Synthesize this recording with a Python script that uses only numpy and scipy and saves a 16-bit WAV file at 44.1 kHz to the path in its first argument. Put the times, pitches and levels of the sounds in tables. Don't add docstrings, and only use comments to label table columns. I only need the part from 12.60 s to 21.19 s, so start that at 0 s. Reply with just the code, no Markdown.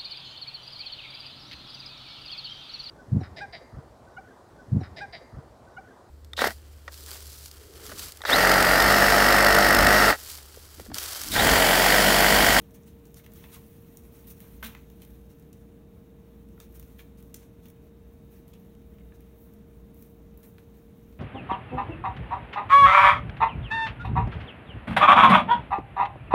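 import sys
import numpy as np
from scipy import signal
from scipy.fft import rfft, irfft
from scipy.io import wavfile

SR = 44100
rng = np.random.default_rng(int(sys.argv[2]) if len(sys.argv) > 2 else 0)


def level_to_linear(level):
    exponent = np.asarray(level, float) / 20
    return 10 ** exponent


def log_audio(samples):
    frames = np.atleast_2d(samples).T
    limited = np.clip(frames, -1, 1)
    pcm = np.round(limited * 32767).astype(np.int16)
    wavfile.write(sys.argv[1], SR, pcm)


N = 378819


def rms_one(x):
    return x / np.sqrt(np.mean(x ** 2) + 1e-20)


def at_hz(points, hz):
    points_hz, points_db = np.transpose(points)
    return np.interp(np.log(hz), np.log(points_hz), points_db)


def resonance(x, hz, width_hz):
    r = np.exp(-np.pi * width_hz / SR)
    top = [(1 - r * r) / 2, 0, (r * r - 1) / 2]
    return signal.lfilter(top, [1, -2 * r * np.cos(2 * np.pi * hz / SR), r * r], x)


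def drift(rate_hz):
    r = np.exp(-2 * np.pi * rate_hz / SR)
    noise = rng.standard_normal(N + SR)
    return rms_one(signal.lfilter([1], [1, -2 * r, r * r], noise)[SR:])


def add(track, s, shape):
    at = max(round(s * SR), 0)
    track[..., at:at + shape.shape[-1]] += shape[..., :N - at]


def coloured(kind, level_db, *extra_db):
    colour_db, reach = kind
    return level_db + np.array(colour_db) + np.array(extra_db) @ np.array(reach)


def rub(power, kind, rows):
    for centre, half, *own_db in rows:
        t = np.arange(-2 * half, 3 * half, 1 / SR)
        bell = np.exp(-(t / np.where(t < 0, 0.54 * half, 1.17 * half)) ** 2)
        add(power, centre - 2 * half, level_to_linear(2 * coloured(kind, *own_db))[:, None] * bell)


# [t/s, level/dB]
FUR_PRESSURE = [(0.0, -69), (0.53, -73), (0.83, -61), (1.29, -66.5), (1.96, -63.5), (2.22, -69), (3.3, -77),
                (3.85, -74.5), (4.21, -71.5), (4.43, -79), (4.81, -77), (5.33, -77), (5.74, -73),
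                (6.51, -76.5), (6.79, -73), (7.75, -76), (7.94, -72.5), (8.59, -74)]
LIGHT_TOUCH = [-73.5, -76.5, -79.5, -73.5]
PRESSURE_SHARE = [.35, .55, .9, 1.0]


def brushing():
    light_db, restless_db, restless_per_s = -76.5, 1, 2.5
    press_db = np.interp(np.arange(N) / SR, *np.transpose(FUR_PRESSURE)) - light_db
    press_db = press_db + restless_db * drift(restless_per_s)
    zones = zip(LIGHT_TOUCH, PRESSURE_SHARE)
    return np.array([level_to_linear(2 * (rest_db + share * press_db)) for rest_db, share in zones])


# [centre t/s, half length t/s, level/dB, weight level/dB]
FUR_STROKES = [(0.764, .02, -53.5, -10.5), (1.39, .015, -64, -20), (1.677, .012, -49, -16.5),
               (1.706, .013, -45.5, -19), (1.817, 0.017, -59, -8), (4.155, 0.014, -53.5, -14.5),
               (5.04, 0.024, -64.5, -7), (5.733, 0.04, -61.5, -9), (5.892, .018, -63, -16),
               (6.548, .011, -65, -2), (6.81, 0.052, -61, -32), (7.406, .079, -61, -21),
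               (7.842, .016, -57.5, -9.5), (7.863, .04, -61, -28), (7.792, .015, -64, -28),
               (7.994, .012, -66, -8), (1.563, 0.034, -60, -7), (1.9, 0.046, -62, -13),
               (2.97, 0.048, -71, -12), (4.283, 0.14, -65.5, -9), (4.66, 0.065, -66.5, -12),
               (5.236, .03, -71.5, -12), (8.156, 0.057, -71, -13)]
FUR_COLOUR = [2, -1.1, -1.3, -0.44], [[1.01, 0.86, 0.48, 0]]


def fur_strokes(power):
    rub(power, FUR_COLOUR, FUR_STROKES)


# [centre t/s, half length t/s, level/dB, weight level/dB]
PAW_SCUFFS = [(0.148, 0.011, -55, -7.5), (0.277, 0.019, -58.5, -6), (0.572, 0.017, -52, -7.5),
              (0.938, 0.021, -48.5, -3.5), (2.425, 0.016, -61, -1), (2.706, 0.016, -61.5, -5),
              (4.019, 0.025, -61, -4), (4.2, .01, -66, -7), (4.587, .014, -63, -3), (4.762, .009, -54, -19),
              (4.803, 0.034, -62, -4), (4.403, .012, -62.5, 2)]
PAD_COLOUR = [-4, -2, -1.1, -1], [[1.01, 0.84, 0, 0.0041]]


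def paw_scuffs(power):
    rub(power, PAD_COLOUR, PAW_SCUFFS)


# [centre t/s, half length t/s, level/dB, wall level/dB, tearing level/dB]
CLAW_DRAGS = [(0.643, .0086, -59.5, -8, 0), (.848, 0.015, -63, -1, -10), (2.032, .007, -50, -13, 7),
              (2.049, .019, -42, -12, 0), (2.091, 0.039, -58, 2.5, 2), (2.169, .015, -61, 0, -5),
              (4.395, 0.015, -57, -10, 1), (5.952, 0.013, -67, -19, -6), (6.88, .02, -75, 8, -1),
              (.8, 0.035, -64, -2, 2), (.89, .03, -67, 2, 0), (1.863, .03, -68.5, 4, -3),
              (2.2, .035, -71, -1, -10), (2.44, .018, -71, -8, -3), (4.03, 0.021, -69, -9, -3),
              (5.07, .02, -70, -4, -5)]
CLAW_COLOUR = [0.3, 0.5, -8.5, -1], [[1, 0, 0, 0.048], [0, 0, 0.21, 1]]


def claw_drags(power):
    rub(power, CLAW_COLOUR, CLAW_DRAGS)


def friction():
    power = brushing()
    fur_strokes(power)
    paw_scuffs(power)
    claw_drags(power)
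    return np.sqrt(power)


# [t/s, level/dB, weight behind it level/dB]
FIBRE_TICKS = [(0.018, -56, -9), (0.5651, -67, -9), (0.6434, -62, -7), (0.736, -46, -22),
               (0.7582, -57, -12), (1.671, -54, -13), (1.804, -46.5, -12.5), (2.047, -40, -13),
               (2.0666, -44, -12), (2.2992, -59.5, -4), (2.4193, -49, -9), (2.449, -53, -13),
               (2.5044, -58, -11), (2.797, -58, -16), (3.887, -64, -7), (4.1226, -60, -20),
               (4.141, -61, -21), (4.1966, -45.5, -12), (4.2268, -51, -6), (4.602, -60, -16),
               (4.626, -56, -11), (5.084, -52, -11), (5.1, -55, -11), (5.88, -60, -10), (6.6053, -59, -12),
               (6.9373, -58.5, -13), (7.3452, -59.5, -16), (7.424, -52.5, -11.5), (7.7745, -52, -25),
               (7.8302, -55.5, -6)]
FIBRE_COLOUR = [0.22, -0.5, -1.1, 0.16], [[1.01, 1.1, .51, 0]]


def fibre_ticks():
    return [(s, coloured(FIBRE_COLOUR, *own_db)) for s, *own_db in FIBRE_TICKS]


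# [t/s, level/dB, weight level/dB]
SKIN_SNAPS = [(0.2339, -64, -12), (0.4538, -52.5, -19), (0.4694, -62, -21), (0.5434, -51.5, -18.5),
              (0.719, -56, -16), (1.371, -42, -28), (1.4364, -63, -20), (2.9292, -52.5, -16.5),
              (4.743, -37, -19), (4.7564, -59, -14), (4.762, -57, -16), (5.9366, -57, -12),
              (0.108, -63, -13), (1.2685, -77, -14), (2.4019, -68, -3), (2.5531, -73, -11),
              (2.7866, -71, -10), (6.15, -67, -6), (6.555, -72, -9), (2.8235, -67, -10), (8.525, -68, -4),
              (4.574, -68, -12), (4.0017, -51, -14)]
SKIN_COLOUR = [1, 5, 1.6, -4.5], [[1.01, 0.96, 0, 0]]


def skin_snaps():
    return [(s, coloured(SKIN_COLOUR, *own_db)) for s, *own_db in SKIN_SNAPS]


# [t/s, level/dB, wall level/dB, tearing level/dB]
FOLD_CREASES = [(0.6628, -50, -14, -5), (0.84, -48.5, 12, -11), (2.0277, -41.5, 13, 0),
                (2.042, -37, -8, -5), (2.1494, -44.5, -1, -16), (4.8296, -65, 2, -6), (5.0558, -57, -14, 2),
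                (6.3839, -61, -6, -20), (7.9824, -52, -7, -15), (4.0012, -52, -8, -1),
                (5.9354, -57.5, -16, -6), (4.3923, -58, -8, -5), (5.059, -64, -8, -10)]
FOLD_COLOUR = [-4, -1, -10.5, 1.5], [[0.24, 0, 0.1, 0], [0, 0.016, 0.36, 1]]


def fold_creases():
    return [(s, coloured(FOLD_COLOUR, *own_db)) for s, *own_db in FOLD_CREASES]


def fibre_slips():
    clumps_db = 1.5 * np.minimum(rng.exponential(1, N), 5) + 0.79 * drift(49) + 0.72 * drift(290)
    tears_per_s = 250
    tears = 8.4 * (rng.random((2, N)) < tears_per_s / SR) * rng.random(N)
    return rng.standard_normal((2, N)) * level_to_linear(clumps_db) + tears


ZONE_MIDDLES = [1150, 2900, 7400, 13500]
# [f/Hz, level/dB]
BOX_COLOUR = [(500, -42), (800, -4), (1500, -5), (2500, -2.5), (3600, -4), (5000, -4.5), (6500, -1.5),
              (8500, -10), (10500, -1), (12500, -4.5), (15000, -3)]


def card():
    edges = np.geomspace(520, 17500, 16)
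    hz = np.sqrt(edges[1:] * edges[:-1])
    share = np.array([np.interp(np.log(hz), np.log(ZONE_MIDDLES), row) for row in np.eye(4)]).T
    level = np.exp(share @ np.log(friction()))
    snaps = np.zeros((len(hz), N))
    crackle_db, crackle_t60_s = -23.5, 0.064
    crackle = level_to_linear(crackle_db - 60 * np.arange(SR // 5) / SR / crackle_t60_s)
    breaks = fibre_ticks() + skin_snaps() + fold_creases()
    spreads_db = rng.standard_normal((len(breaks), len(hz)))
    all_gaps, all_sizes = rng.random((2, len(breaks), 6))
    for (s, zones_db), spread_db, gaps, sizes in zip(breaks, spreads_db, all_gaps, all_sizes):
        gain = level_to_linear(10.0 + share @ zones_db + spread_db)[:, None]
        for step, late in enumerate(np.cumsum(gaps) - gaps[0]):
            kick = 2.53 * gain * (0.37 + 0.84 * sizes[step]) * (-.8) ** step
            add(snaps, s + .0012 * late, kick)
        add(level, s, gain * crackle)
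    slips = fibre_slips()
    zone_width_hz = share @ [1100, 2200, 4500, 5000]
    out = 0
    for k in range(len(hz)):
        sos = signal.butter(2, edges[k:k + 2], "band", fs=SR, output="sos")
        gain = level_to_linear(at_hz(BOX_COLOUR, hz[k])) * np.sqrt(SR / 2 / zone_width_hz[k])
        drive = level[k] * level_to_linear(1.6 * drift(25)) * rms_one(slips[k % 2]) + snaps[k]
        out = out + (-1) ** k * gain * signal.sosfilt(sos, drive)
    return out


# [t/s, peak level/dB, f/Hz, t60 t/s]
CLAW_KNOCKS = [(0.598, -46, 2110, 0.017), (0.663, -58, 2700, 0.013), (0.839, -42, 2550, 0.024),
               (0.964, -44, 1036, 0.042), (1.844, -47, 1150, 0.015), (2.027, -29, 1314, 0.033),
               (2.029, -23.5, 1526, 0.026), (2.15, -35.5, 1950, 0.017), (2.421, -45, 3130, 0.019),
               (3.979, -45, 1310, 0.016), (4.001, -39.5, 3560, 0.019), (4.393, -38, 2410, 0.015),
               (4.403, -40, 2290, 0.017), (4.832, -50, 1540, 0.017), (5.055, -50, 2460, 0.017),
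               (5.933, -49, 3240, 0.018), (6.408, -51, 2060, 0.016), (6.522, -44.5, 1640, 0.016),
               (2.434, -52, 2300, 0.015), (5.062, -52, 3200, 0.02), (4.003, -50, 1250, 0.018),
               (7.982, -64, 3300, 0.015)]


def knocks():
    out, t = np.zeros(N), np.arange(SR // 10) / SR
    for (s, peak_db, hz, t60), luck in zip(CLAW_KNOCKS, rng.random((len(CLAW_KNOCKS), 3))):
        ratios = np.array([.72, 1, 1.35]) + 0.05 * luck
        modes = np.sin(2 * np.pi * hz * ratios[:, None] * t)
        ring = np.array([.5, 1, .5]) @ modes * (1 - np.exp(-t / 0.00015))
        add(out, s, level_to_linear(peak_db - 6.0 - 60 * t / max(t60, .004)) * ring)
    return out


# [t/s, peak level/dB, f/Hz, t60 t/s]
WEIGHT_THUMPS = [
    (1.70, -51, 175, 0.5),
    (2.03, -39, 228, 0.22),
    (2.03, -42, 652, 0.074),
]


def thumps():
    out, t = np.zeros(N), np.arange(SR // 2) / SR
    for s, peak_db, hz, t60 in WEIGHT_THUMPS:
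        swell = 1 - np.exp(-t / 0.0057)
        add(out, s, level_to_linear(peak_db - 60 * t / t60) * swell * np.sin(2 * np.pi * hz * t))
    return out


def room(x):
    t60_s, level_db, gap_s = 0.22, -10, .004
    t = np.arange(SR // 2) / SR
    echoes = rng.standard_normal(len(t)) * level_to_linear(-60 * t / t60_s) * (t > gap_s)
    echoes = signal.lfilter([1], [1, -.4], echoes)
    return level_to_linear(level_db) * signal.fftconvolve(x, echoes / np.sqrt(np.sum(echoes ** 2)))[:N]


# [t/s, level/dB]
MOTOR_THROB = [(0.0, -56), (0.36, -61), (0.55, -55), (0.6, -74), (0.74, -54), (0.88, -60), (1.58, -60),
               (1.63, -53), (1.91, -69), (1.94, -49), (3.35, -61), (4.11, -53), (5.5, -55.5), (5.53, -66),
               (6.41, -53), (8.18, -59), (8.54, -49), (8.59, -55)]
# [f/Hz, level/dB]
MOTOR_SLOT_TONES = [(3565.5, -99), (3624.5, -92), (3743.3, -87.5), (3802.9, -95)]


def motor():
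    whine_hz, whine_db, rotor_hz = 463.1, -59.5, 26.46
    throb_hz, beat_db, beats_per_s = 59.2, 2, 3
    t = np.arange(N) / SR
    turn = 2 * np.pi * rotor_hz * t
    phase = 2 * np.pi * whine_hz * t + 0.46 * np.sin(turn) + 0.28 * drift(4.5)
    swell = (1 - 0.15 * np.cos(turn)) * level_to_linear(0.29 * drift(3.5))
    whine = level_to_linear(whine_db) * swell * np.sin(phase)
    throb_db = np.interp(t, *np.transpose(MOTOR_THROB)) - 1.5 + beat_db * drift(beats_per_s)
    throb = level_to_linear(throb_db) * np.sin(2 * np.pi * throb_hz * t + 0.44 * drift(1.7))
    lines = sum(level_to_linear(db) * np.sin(2 * np.pi * hz * t) for hz, db in MOTOR_SLOT_TONES)
    faint = level_to_linear(1.5 * drift(3)) * lines
    return np.sqrt(2) * (whine + throb + faint)


# [f/Hz, level/dB per Hz]
AIR_COLOUR = [(22, -18), (35, -21), (55, -2), (90, -6.5), (130, -7), (200, -6.5), (330, -14), (520, -23),
              (630, -25), (750, -28), (1500, -38), (3700, -47.5), (5000, -49), (16000, -55.5)]
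# [f/Hz, width f/Hz, level/dB]
RUMBLE_MODES = [(75.6, 13, -64), (149.2, 8, -66.5), (183.6, 9.5, -63.5), (212.8, 10.7, -62),
                (258.9, 11, -71), (291, 6.3, -69.5), (337, 6.4, -77), (624.7, 21, -75.5)]


def air():
    hz = np.arange(N // 2 + 1) * SR / N + 1e-3
    spectrum = rfft(rng.standard_normal(N)) * level_to_linear(at_hz(AIR_COLOUR, hz))
    out = level_to_linear(-52) * rms_one(irfft(spectrum, N))
    white = rng.standard_normal(N + SR)
    for mode_hz, width_hz, level_db in RUMBLE_MODES:
        once = resonance(white, mode_hz, width_hz)
        twice = resonance(once, mode_hz, width_hz)
        out += level_to_linear(level_db) * rms_one(twice[SR:])
    return out


def scene():
    box = card() + knocks() + thumps()
    return (box + room(box) + air() + motor())[None]


def low_pass(x):
    return signal.sosfilt(signal.butter(12, 16650, fs=SR, output="sos"), x)


# [f/Hz, width f/Hz, level/dB]
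MIC_RESPONSE = [
    (4900, 1400, -5),
    (7850, 1700, -1.5),
    (10460, 690, -3.5),
    (15300, 2700, 1.5),
]


def record(dry):
    for hz, width_hz, gain_db in MIC_RESPONSE:
        dry = dry + (level_to_linear(gain_db) - 1) * resonance(dry, hz, width_hz)
    top_cut = signal.ellip(8, .5, 34, 15800, fs=SR, output="sos")
    mix = signal.sosfilt(top_cut, dry)
    return low_pass(mix)


dry = scene()
out = record(dry)
log_audio(out)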